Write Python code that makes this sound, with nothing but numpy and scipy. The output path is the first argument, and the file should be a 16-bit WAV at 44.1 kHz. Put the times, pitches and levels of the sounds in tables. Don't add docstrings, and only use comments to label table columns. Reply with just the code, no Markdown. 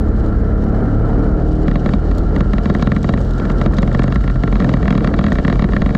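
import sys
import numpy as np
from scipy import signal
from scipy.fft import rfft, irfft
from scipy.io import wavfile
from scipy.ndimage import uniform_filter1d

SR = 44100
rng = np.random.default_rng(int(sys.argv[2]) if len(sys.argv) > 2 else 0)


def master_out(mix):
    frames = np.transpose(np.atleast_2d(mix))
    ceiling = np.clip(frames, -1, 1)
    pcm = np.round(ceiling * 32767).astype(np.int16)
    wavfile.write(sys.argv[1], SR, pcm)


def volts_from_db(level):
    exponent = np.asarray(level, float) / 20
    return 10 ** exponent


N = 263277


def rms_one(x):
    return x / np.sqrt(np.mean(x ** 2) + 1e-20)


def in_time(rows):
    s, *columns = np.transpose(rows)
    return [np.interp(np.arange(N) / SR, s, column) for column in columns]


def at_hz(points, hz):
    point_hz, point_db = np.transpose(points)
    return np.interp(np.log(hz), np.log(point_hz), point_db)


def drift(rate_hz):
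    step, settle = 40, 2000
    r = np.exp(-2 * np.pi * rate_hz * step / SR)
    noise = rng.standard_normal(N // step + settle + 2)
    slow = signal.lfilter([1], [1, -2 * r, r * r], noise)[settle:]
    return np.interp(np.arange(N) / step, np.arange(len(slow)), rms_one(slow))


def coloured(spectrum):
    hz = np.maximum(np.fft.rfftfreq(N, 1 / SR), 1)
    white = rfft(rng.standard_normal(N))
    return rms_one(irfft(white * volts_from_db(at_hz(spectrum, hz)), N))


def ring(drive, hz, t60_s):
    r, w = volts_from_db(-60 / (t60_s * SR)), 2 * np.pi * hz / SR
    return signal.lfilter([0, np.sin(w)], [1, -2 * r * np.cos(w), r * r], drive + 1e-18)


def resonance(drive, hz, width_hz):
    return ring(drive, hz, t60_s=np.log(1000) / np.pi / width_hz)


def soften(x, cut_hz):
    return signal.sosfilt(signal.butter(4, min(cut_hz, .45 * SR), fs=SR, output="sos"), x)


def dying(clicks, t60_s):
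    return signal.lfilter([1], [1, -volts_from_db(-60 / (t60_s * SR))], clicks + 1e-18)


# start_s, speed_turns_per_s (crank)
ENGINE_SPEED = [(0, 35.4), (.38, 35.6), (.7, 35.7), (1.39, 38.2), (1.77, 39.4), (2.3, 40.2), (3, 41.4),
                (3.74, 42.4), (4.4, 43.1), (4.7, 42.7), (5.3, 41.5), (5.97, 41.5)]
# start_s, upper_db, roar_db
ENGINE_LEVELS = [(0, -27.5, -19.5), (.35, -28.5, -19.5), (.7, -22, -20), (1, -22.5, -19), (1.3, -23, -21.5),
                 (1.6, -23, -19.5), (1.85, -24, -21.5), (2.15, -27.5, -20), (3, -26.5, -24.5),
                 (3.55, -34.5, -20), (4.2, -33.5, -24), (4.6, -27.5, -22.5), (5, -26, -19),
                 (5.5, -38, -20.5), (5.97, -25, -24)]
# pitch_hz, level_db
FRAME_RESPONSE = [(35, -18), (39, -16), (41.5, -18), (43.5, -11), (70, -19), (74, -23), (79, -17.5),
                  (83, -19), (87, -21.5), (106, -21.5), (110, -18), (118, -28.5), (124, -23.5), (129, -18)]
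# pitch_hz, level_db
PIPE_RESPONSE = [(130, -15), (146, -3.5), (157, 2), (185, -3.5), (213, 1.5), (238, -16), (260, -12.5),
                 (282, -7.5), (296, -6.5), (308, -1), (318, -3.5), (340, -20.5), (450, -8.5), (520, -28),
                 (600, -21.5), (700, -18), (900, -30)]
LOW_ORDER_WANDER_RAD = .6


def drone(turns, speed, upper_db, waver_db, wander_rad, shake_db):
    out = np.zeros(N)
    sag_db = misfiring()
    for order in range(1, 23):
        hz = order * speed
        if order <= 3:
            level_db = at_hz(FRAME_RESPONSE, hz) + sag_db + shake_db * drift(4.4)
            phase_spread_rad = LOW_ORDER_WANDER_RAD
        else:
            level_db = upper_db + at_hz(PIPE_RESPONSE, hz)
            phase_spread_rad = wander_rad * order
        phase = 2 * np.pi * (order * turns + rng.random()) + phase_spread_rad * drift(2.73)
        level_db = level_db + waver_db * np.log(order) * drift(4.0)
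        out += np.sqrt(2) * volts_from_db(level_db) * np.sin(phase)
    return out


# pitch_hz, level_db_per_hz
HALF_ORDER_SPECTRUM = [(8, -14), (17, 20), (23, 15.5), (29, 8), (40, -41.5), (200, -140)]
HALF_ORDER_DB, HALF_ORDER_SWELL_DB = -34, 4


def half_order():
    return volts_from_db(HALF_ORDER_DB + HALF_ORDER_SWELL_DB * drift(7.0)) * coloured(HALF_ORDER_SPECTRUM)


# pitch_hz, level_db_per_hz
RUMBLE_SPECTRUM = [(25, -50), (38, -21.5), (46, 25.5), (54, 26.5), (63, 17.5), (75, -17.5), (110, -31.5),
                   (300, -140)]
# centre_s, level_db, length_s
TRACK_BUMPS = [(0.961, -30.5, 0.44), (1.814, -21, 0.13), (2.46, -31, 0.082), (3.323, -41, 0.091),
               (3.705, -13.5, 0.04), (4.152, -17, 0.16), (5.32, -17, 0.081), (4.542, -26, 0.1),
               (4.856, -16, 0.093), (5.86, -19.5, 0.061)]
RUMBLE_DB = -19.5


def rumble():
    t = np.arange(N) / SR
    swell = volts_from_db(RUMBLE_DB)
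    for centre_s, level_db, length_s in TRACK_BUMPS:
        swell = swell + volts_from_db(level_db) * np.exp(-(2 * (t - centre_s) / length_s) ** 2)
    return swell * coloured(RUMBLE_SPECTRUM)


def beat(turns, depth):
    sizes = volts_from_db(2.9 * rng.standard_normal(int(turns[-1]) + 1))[turns.astype(int)]
    return rms_one(1 - depth + depth * sizes * np.sin(np.pi * turns) ** 2)


# pitch_hz, level_db_per_hz
ROAR_SPECTRUM = [(45, -27), (72, -6), (95, -9.5), (130, -4), (205, 0), (290, -3), (360, -6.5), (450, -7),
                 (670, -14.5), (990, -24.5), (1260, -23), (1750, -31.5), (2500, -46.5), (3400, -76),
                 (6000, -115)]
ROAR_SWAY_DB, ROAR_FLUTTER_DB = 1.66, .8
CLEARING_DB_PER_DB, CLEAR_BELOW_HZ, ROUGH_AT_DB = 0.18, 490, -27.5


def roar(turns, roar_db, upper_db):
    level_db = roar_db + ROAR_SWAY_DB * drift(1.6) + ROAR_FLUTTER_DB * drift(17.0)
    noise = volts_from_db(level_db) * coloured(ROAR_SPECTRUM) * beat(turns, depth=0.33)
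    low = signal.sosfiltfilt(signal.butter(2, CLEAR_BELOW_HZ, fs=SR, output="sos"), noise)
    loss_db = CLEARING_DB_PER_DB * np.maximum(upper_db - ROUGH_AT_DB, 0)
    return noise - low * (1 - volts_from_db(-loss_db))


# pitch_hz, width_hz, level_db
CAVITIES = [(1668, 290, -46), (3030, 170, -67.5), (3936, 90, -70), (4340, 330, -64.5)]


def hollows():
    out = np.zeros(N)
    for hz, width_hz, level_db in CAVITIES:
        tone = resonance(rng.standard_normal(N), hz, width_hz)
        out += volts_from_db(level_db + 2.0 * drift(3.0)) * rms_one(soften(tone, 1.15 * hz))
    return out


# start_s, level_db
WHINE_LEVEL = [(0, -44), (.35, -38.5), (.85, -38.5), (1.25, -34), (1.45, -41.5), (1.9, -41), (2.3, -38),
               (3.1, -43.5), (3.28, -36.5), (3.5, -33), (3.88, -43), (4.08, -38), (4.46, -41), (5.3, -45),
               (5.95, -52.5)]
WHINE_HZ, WHINE_WIDTH_HZ, WHINE_STROKE_DB = 1358, 45, 1


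def whine():
    level_db, = in_time(WHINE_LEVEL)
    drive = volts_from_db(WHINE_STROKE_DB * drift(6.1)) * rng.standard_normal(N)
    tone = resonance(drive, WHINE_HZ, WHINE_WIDTH_HZ)
    return volts_from_db(level_db) * rms_one(soften(tone, cut_hz=2000))


# pitch_hz, level_db_per_hz
RATTLE_SPECTRUM = [(1500, -49), (2400, -18.5), (2900, 4), (3400, -3), (4050, -1.5), (5000, -4.5),
                   (5850, -6.5), (6200, -11), (6900, -8), (8500, -16), (10000, -28), (12500, -34),
                   (15000, -43), (16500, -76.5)]
RATTLE_DB, RATTLE_DB_PER_TURN_PER_S, RATTLE_AT_TURNS_PER_S = -52.5, 0.6, 40.44


def rattle(speed, grains_per_s, grain_db):
    struck = rng.random(N) < grains_per_s / SR
    grains = struck * volts_from_db(grain_db * np.minimum(rng.exponential(1, N), 4))
    lumps = uniform_filter1d(grains, size=90)
    roughness = rms_one(5.8 + lumps / lumps.mean())
    flutter = volts_from_db(1.7 * drift(20.0))
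    level_db = RATTLE_DB + RATTLE_DB_PER_TURN_PER_S * (speed - RATTLE_AT_TURNS_PER_S)
    return volts_from_db(level_db) * coloured(RATTLE_SPECTRUM) * roughness * flutter


# start_s, peak_db, top_octave_db (against the peak)
GRIT_TICKS = [(0.6405, -45, -13), (1.6214, -48, -9.5), (1.801, -45, -21.5), (1.8252, -48.5, -25),
              (2.182, -34.5, -11), (2.6538, -48, -13.5), (2.741, -40, -24), (2.774, -57, -17.5),
              (2.8121, -44, -25), (2.8252, -41, -11), (2.989, -53, -24), (3.0905, -49, -13),
              (3.184, -47, -21), (3.2674, -53, -16), (3.501, -45.5, -12.5), (3.74, -40, -14),
              (3.8677, -62, -26), (4.0159, -42.5, -20), (4.3102, -41.5, -21), (5.3535, -42.5, -19.5),
              (2.899, -52.5, -10), (3.029, -33.5, -21.5), (3.2046, -41, -15), (3.2136, -38.5, -31.5),
              (3.2475, -46.5, -11.5), (3.2907, -48, -12.5), (3.308, -39, -17.5), (3.3345, -41, -19),
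              (3.381, -41, -19), (3.389, -45, -28), (3.5164, -38, -29), (3.5832, -47, -26),
              (3.618, -38.5, -27.5), (3.723, -43, -19), (3.7684, -36.5, -36.5), (3.8211, -35.5, -24.5),
              (3.928, -39, -37), (4.034, -31, -25.5), (4.1454, -42, -14), (4.4935, -54, -21),
              (4.517, -50, -30), (4.541, -48, -27), (4.566, -56, -30), (4.637, -50, -25),
              (4.729, -42.5, -27.5), (4.7994, -56.5, -22), (4.8239, -52, -16), (5.327, -33.5, -19),
              (5.346, -40.5, -21.5)]
GRIT_PER_S, GRIT_DB, GRIT_SPREAD_DB, GRIT_FROM_S = 19, -64, 6.5, 1.7


def ticks(length_s):
    s, peak_db, top_db = np.transpose(GRIT_TICKS)
    struck = (rng.random(N) < GRIT_PER_S / SR) * (np.arange(N) > GRIT_FROM_S * SR)
    faint = struck * volts_from_db(GRIT_DB + GRIT_SPREAD_DB * rng.standard_normal(N))
    body = [(2500, -10.5), (3800, 6.5), (4500, -2), (7000, -1.5), (9000, -13.0), (10500, -45.0)]
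    top = [(6000, -39.5), (9500, 1), (15000, 0.0), (17000, -40.0)]
    out = np.zeros(N)
    for level_db, faint_db, spectrum in ((peak_db, 0.1, body), (peak_db + top_db, -18, top)):
        clicks = faint * volts_from_db(faint_db)
        clicks[(s * SR).astype(int)] = volts_from_db(level_db)
        out += coloured(spectrum) * uniform_filter1d(dying(clicks, length_s), size=30)
    return out


# start_s, crack_db, thump_db, sizzle_db (last two against the crack)
EXHAUST_POPS = [(1.6806, -19.5, 5.0, -2.0), (1.7134, -25.5, 8.0, 0.5), (1.7561, -18.0, 3.5, 0.0),
                (1.8599, -18.5, 4.0, -1.5), (1.8906, -23.0, 5.5, 0.0), (1.936, -18.5, 5.5, 1.5),
                (2.1132, -25.0, 5.0, 1.5), (2.3622, -20.5, 2.5, 0.5), (2.4061, -16.0, 3.0, 0.0),
                (2.5337, -18.0, 3.5, 1.0), (2.5819, -21.5, 1.0, 1.0), (2.6563, -20.0, 4.5, 1.0),
                (2.6985, -15.5, 2.5, -2.0), (2.7494, -16.5, 2.5, -2.0), (2.7953, -25.5, 3.0, -4.0),
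                (2.8239, -15.0, 2.5, 2.5), (2.8712, -17.5, 4.5, 0.0), (2.918, -17.0, 4.0, -1.0),
                (2.9636, -18.0, 2.5, -4.0), (3.0432, -22.5, 5.0, -0.5), (3.091, -17.0, 3.5, 2.5),
                (3.1375, -20.0, 5.5, 1.0), (3.1752, -24.5, 3.5, -1.0), (3.3981, -23.5, 0.0, -1.0),
                (3.4518, -24.5, 0.5, 0.0), (3.5, -20.5, 1.5, -0.5), (3.6137, -17.0, 2.5, -1.0),
                (3.6605, -14.5, 2.0, -1.5), (3.7349, -24.0, 2.0, -4.5), (3.7842, -16.0, 3.5, 4.0),
                (3.8286, -17.0, 4.0, 0.0), (3.8764, -23.0, 5.5, -1.0), (3.9147, -28.5, -1.0, -2.5),
                (3.9472, -17.5, 3.5, 0.0), (3.9929, -16.5, 4.0, -0.5), (4.0198, -20.0, 3.5, -1.5),
                (4.0397, -20.0, 5.0, -1.0), (4.0787, -23.0, 5.0, 1.5), (4.1222, -20.0, 0.0, 3.0),
                (4.1577, -17.5, 2.0, -0.5), (4.2058, -27.0, 3.5, -1.0), (4.2399, -26.5, 7.0, -4.0),
                (4.2772, -21.5, 2.5, -0.5), (4.2991, -22.0, 3.5, -2.0), (4.3574, -27.5, 7.0, -3.0),
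                (4.4354, -18.0, 3.5, -0.5), (4.4761, -22.0, 0.5, -1.5), (4.5257, -20.0, 1.5, -2.5),
                (4.5554, -20.0, 3.0, -0.5), (4.5647, -25.5, 2.5, 2.5), (4.6011, -18.0, 4.0, 0.5),
                (4.6115, -28.5, 9.5, 3.0), (4.6222, -24.0, 5.5, 0.0), (4.6446, -17.5, 3.0, 0.0),
                (4.6914, -17.5, 3.5, 1.5), (4.7153, -30.0, 8.0, -3.0), (4.7384, -17.0, 4.0, 1.0),
                (4.7689, -24.5, 4.0, -1.0), (4.828, -20.0, 1.5, -2.5), (4.8547, -23.5, 1.0, -1.5),
                (4.8792, -17.0, 2.0, -1.5), (4.9061, -16.5, 3.5, 1.0), (4.9257, -18.5, 3.0, -3.0),
                (4.9516, -20.0, 5.0, -1.5), (4.9778, -18.5, 4.0, 1.0), (5.0056, -24.5, 1.5, -2.0),
                (5.045, -15.5, 1.0, -2.0), (5.073, -17.0, 3.5, 2.5), (5.091, -30.0, 7.5, -8.0),
                (5.1391, -18.0, 1.5, -3.5), (5.1896, -15.5, 2.5, 1.5), (5.2111, -22.5, 1.5, -2.5),
                (5.24, -17.0, 3.0, 0.5), (5.2646, -18.0, 3.5, 2.0), (5.2827, -23.0, 3.0, -2.0),
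                (5.3198, -16.0, 2.5, 0.0), (5.3543, -19.0, 2.0, -1.0), (5.3851, -19.0, 4.0, 1.5),
                (5.3969, -24.0, 2.0, -7.0), (5.4488, -17.5, 2.5, -1.0), (5.4796, -18.0, 3.5, 0.0),
                (5.4988, -16.5, 2.0, -1.0), (5.526, -17.0, 3.5, 0.0), (5.5563, -24.0, 6.5, -1.5),
                (5.5934, -17.0, 0.5, -0.5), (5.6215, -18.0, 4.5, 2.5), (5.6417, -18.0, 4.5, -1.0),
                (5.6885, -25.5, 2.0, -5.5), (5.7216, -26.5, 0.5, 0.0), (5.7331, -17.5, 1.5, -1.5),
                (5.7647, -15.5, 1.5, -2.0), (5.8186, -18.0, 4.0, 2.5), (5.8607, -16.5, 2.5, -1.0),
                (5.8915, -25.0, 5.0, -2.0), (5.9061, -24.5, 5.0, -0.5), (5.9493, -17.0, 4.0, 1.0)]
# pitch_hz, level_db, t60_s, arrival_ms, polarity
EXHAUST_MODES = [(1904, 3.5, .008, 1.1, -1), (1027, 3.5, .007, 1.11, -1), (2720, -10, .011, 1.11, -1),
                 (3307, -9.5, .01, 1.14, -1), (3753, -11.5, .013, 1.13, -1), (3923, -13.5, .016, 1.08, -1),
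                 (3840, -26, .07, 1.1, 1), (4500, -17, .014, 1.03, -1), (5290, -9, .0015, 1.01, 1),
                 (6550, -19, .0085, 1.1, -1), (2299, -22, .06, .91, 1), (1371, -1.5, .02, 3.61, 1),
                 (1164, -3.5, .0125, 3.37, 1), (1655, -4, .0105, 3.52, 1), (1063, -18, .069, 2.79, -1),
                 (1748, -20, .035, 3.18, -1), (590, -2.5, .005, 2.39, 1), (589, -1.5, .037, .92, -1),
                 (415, -5, .04, 3, 1), (686, -12.5, .076, 3.04, 1), (351, -2.5, .079, 2.69, 1),
                 (273, 10, .022, 4.84, -1), (199.5, 9.5, .044, 4.49, -1), (122.8, 1.5, .14, 5, 1),
                 (56.7, -3, .22, 7.96, 1)]
THUMP_BELOW_HZ, SIZZLE_ABOVE_HZ = 700, 2500
DETUNE, ARRIVAL_SPREAD_CYCLES, DECAY_SPREAD = .008, .03, .25


def pops(spread_db):
    s, crack_db, thump_db, sizzle_db = np.transpose(EXHAUST_POPS)
    chance = rng.standard_normal((len(s), len(EXHAUST_MODES), 4))
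    out = np.zeros(N)
    for k, (hz, level_db, t60_s, arrival_ms, polarity) in enumerate(EXHAUST_MODES):
        strength, pitch, arrival, decay = chance[:, k].T[:, :, None]
        pop_db = crack_db + thump_db * (hz < THUMP_BELOW_HZ) + sizzle_db * (hz > SIZZLE_ABOVE_HZ)
        t = np.arange(int(2 * t60_s * SR)) / SR
        fall_db = 60 * t / (t60_s * np.exp(DECAY_SPREAD * decay))
        envelope = volts_from_db(pop_db[:, None] + level_db + spread_db * strength - fall_db)
        rings = polarity * envelope * np.sin(2 * np.pi * hz * (1 + DETUNE * pitch) * t)
        start_s = s[:, None] + arrival_ms / 1000 + ARRIVAL_SPREAD_CYCLES * arrival / hz
        places = (start_s * SR).astype(int) + np.arange(len(t))
        track = np.bincount(places.ravel(), rings.ravel(), minlength=N)[:N]
        out += soften(track + 1e-18, 5.04 * hz)
    return out


def pop_noise(swell_db, rise_s, fall_s, rasp_db, rasp_s):
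    s, crack_db, _, sizzle_db = np.transpose(EXHAUST_POPS)
    clicks, bright = np.zeros((2, N))
    clicks[(s * SR).astype(int)] = volts_from_db(crack_db)
    bright[(s * SR).astype(int)] = volts_from_db(crack_db + sizzle_db)
    rise = dying(bright[::-1], rise_s)[::-1]
    swell = np.maximum(dying(bright, fall_s), rise) * volts_from_db(0.45 * drift(150.0))
    treble = swell * coloured([(2000, -13.5), (2200, 0), (2300, 12.5), (2420, -9), (2600, -7), (3500, -1.0),
                               (3830, 2.0), (4100, -7.5), (4600, 0.5), (5500, -12.5), (7000, -21.0),
                               (9500, -46.5)])
    rasp = dying(clicks, rasp_s) * coloured([(200, -26.0), (500, -8.0), (1100, -11.5), (1800, 1.5),
                                             (2400, -14.5), (3200, -47.0), (6000, -85.5)])
    return volts_from_db(swell_db) * treble + volts_from_db(rasp_db) * rasp


MISFIRE_DB_PER_POP_PER_S, MISFIRE_SPAN_S = -.15, .4


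def misfiring():
    marks = np.zeros(N)
    marks[(np.array(EXHAUST_POPS)[:, 0] * SR).astype(int)] = SR
    half_span = int(MISFIRE_SPAN_S * SR / 2)
    pops_per_s = uniform_filter1d(uniform_filter1d(marks, size=half_span), size=half_span)
    return MISFIRE_DB_PER_POP_PER_S * pops_per_s


def scene():
    speed, = in_time(ENGINE_SPEED)
    upper_db, roar_db = in_time(ENGINE_LEVELS)
    turns = np.cumsum(speed) / SR
    engine = drone(turns, speed, upper_db, waver_db=.6, wander_rad=.011, shake_db=1.8)
    lows = half_order() + rumble()
    mids = roar(turns, roar_db, upper_db) + hollows() + whine()
    treble = rattle(speed, grains_per_s=94.0, grain_db=-1.5)
    grit = ticks(length_s=0.026)
    around_pops = pop_noise(swell_db=-25.5, rise_s=0.085, fall_s=0.046, rasp_db=-6.5, rasp_s=0.037)
    bangs = soften(pops(spread_db=1.2) + around_pops, cut_hz=7300)
    return (engine + lows + mids + treble + grit + bangs)[None]


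LEVELLER_DB, LEVELLER_SHARE, LEVELLER_S = -13.5, 0.41, 0.019


def levelled(x):
    r = np.exp(-1 / (LEVELLER_S * SR))
    power, _ = signal.lfilter([1 - r], [1, -r], x ** 2, zi=[[volts_from_db(2 * LEVELLER_DB)]])
    level_db = 10 * np.log10(power + 1e-9)
    return x * volts_from_db(-LEVELLER_SHARE * (level_db - LEVELLER_DB))


def band_limit(x):
    return signal.sosfilt(signal.butter(12, 15800, fs=SR, output="sos"), x)


def record(dry):
    peak = .85
    mix = peak * np.tanh(levelled(dry) / peak)
    return band_limit(mix)


dry = scene()
out = record(dry)
master_out(out)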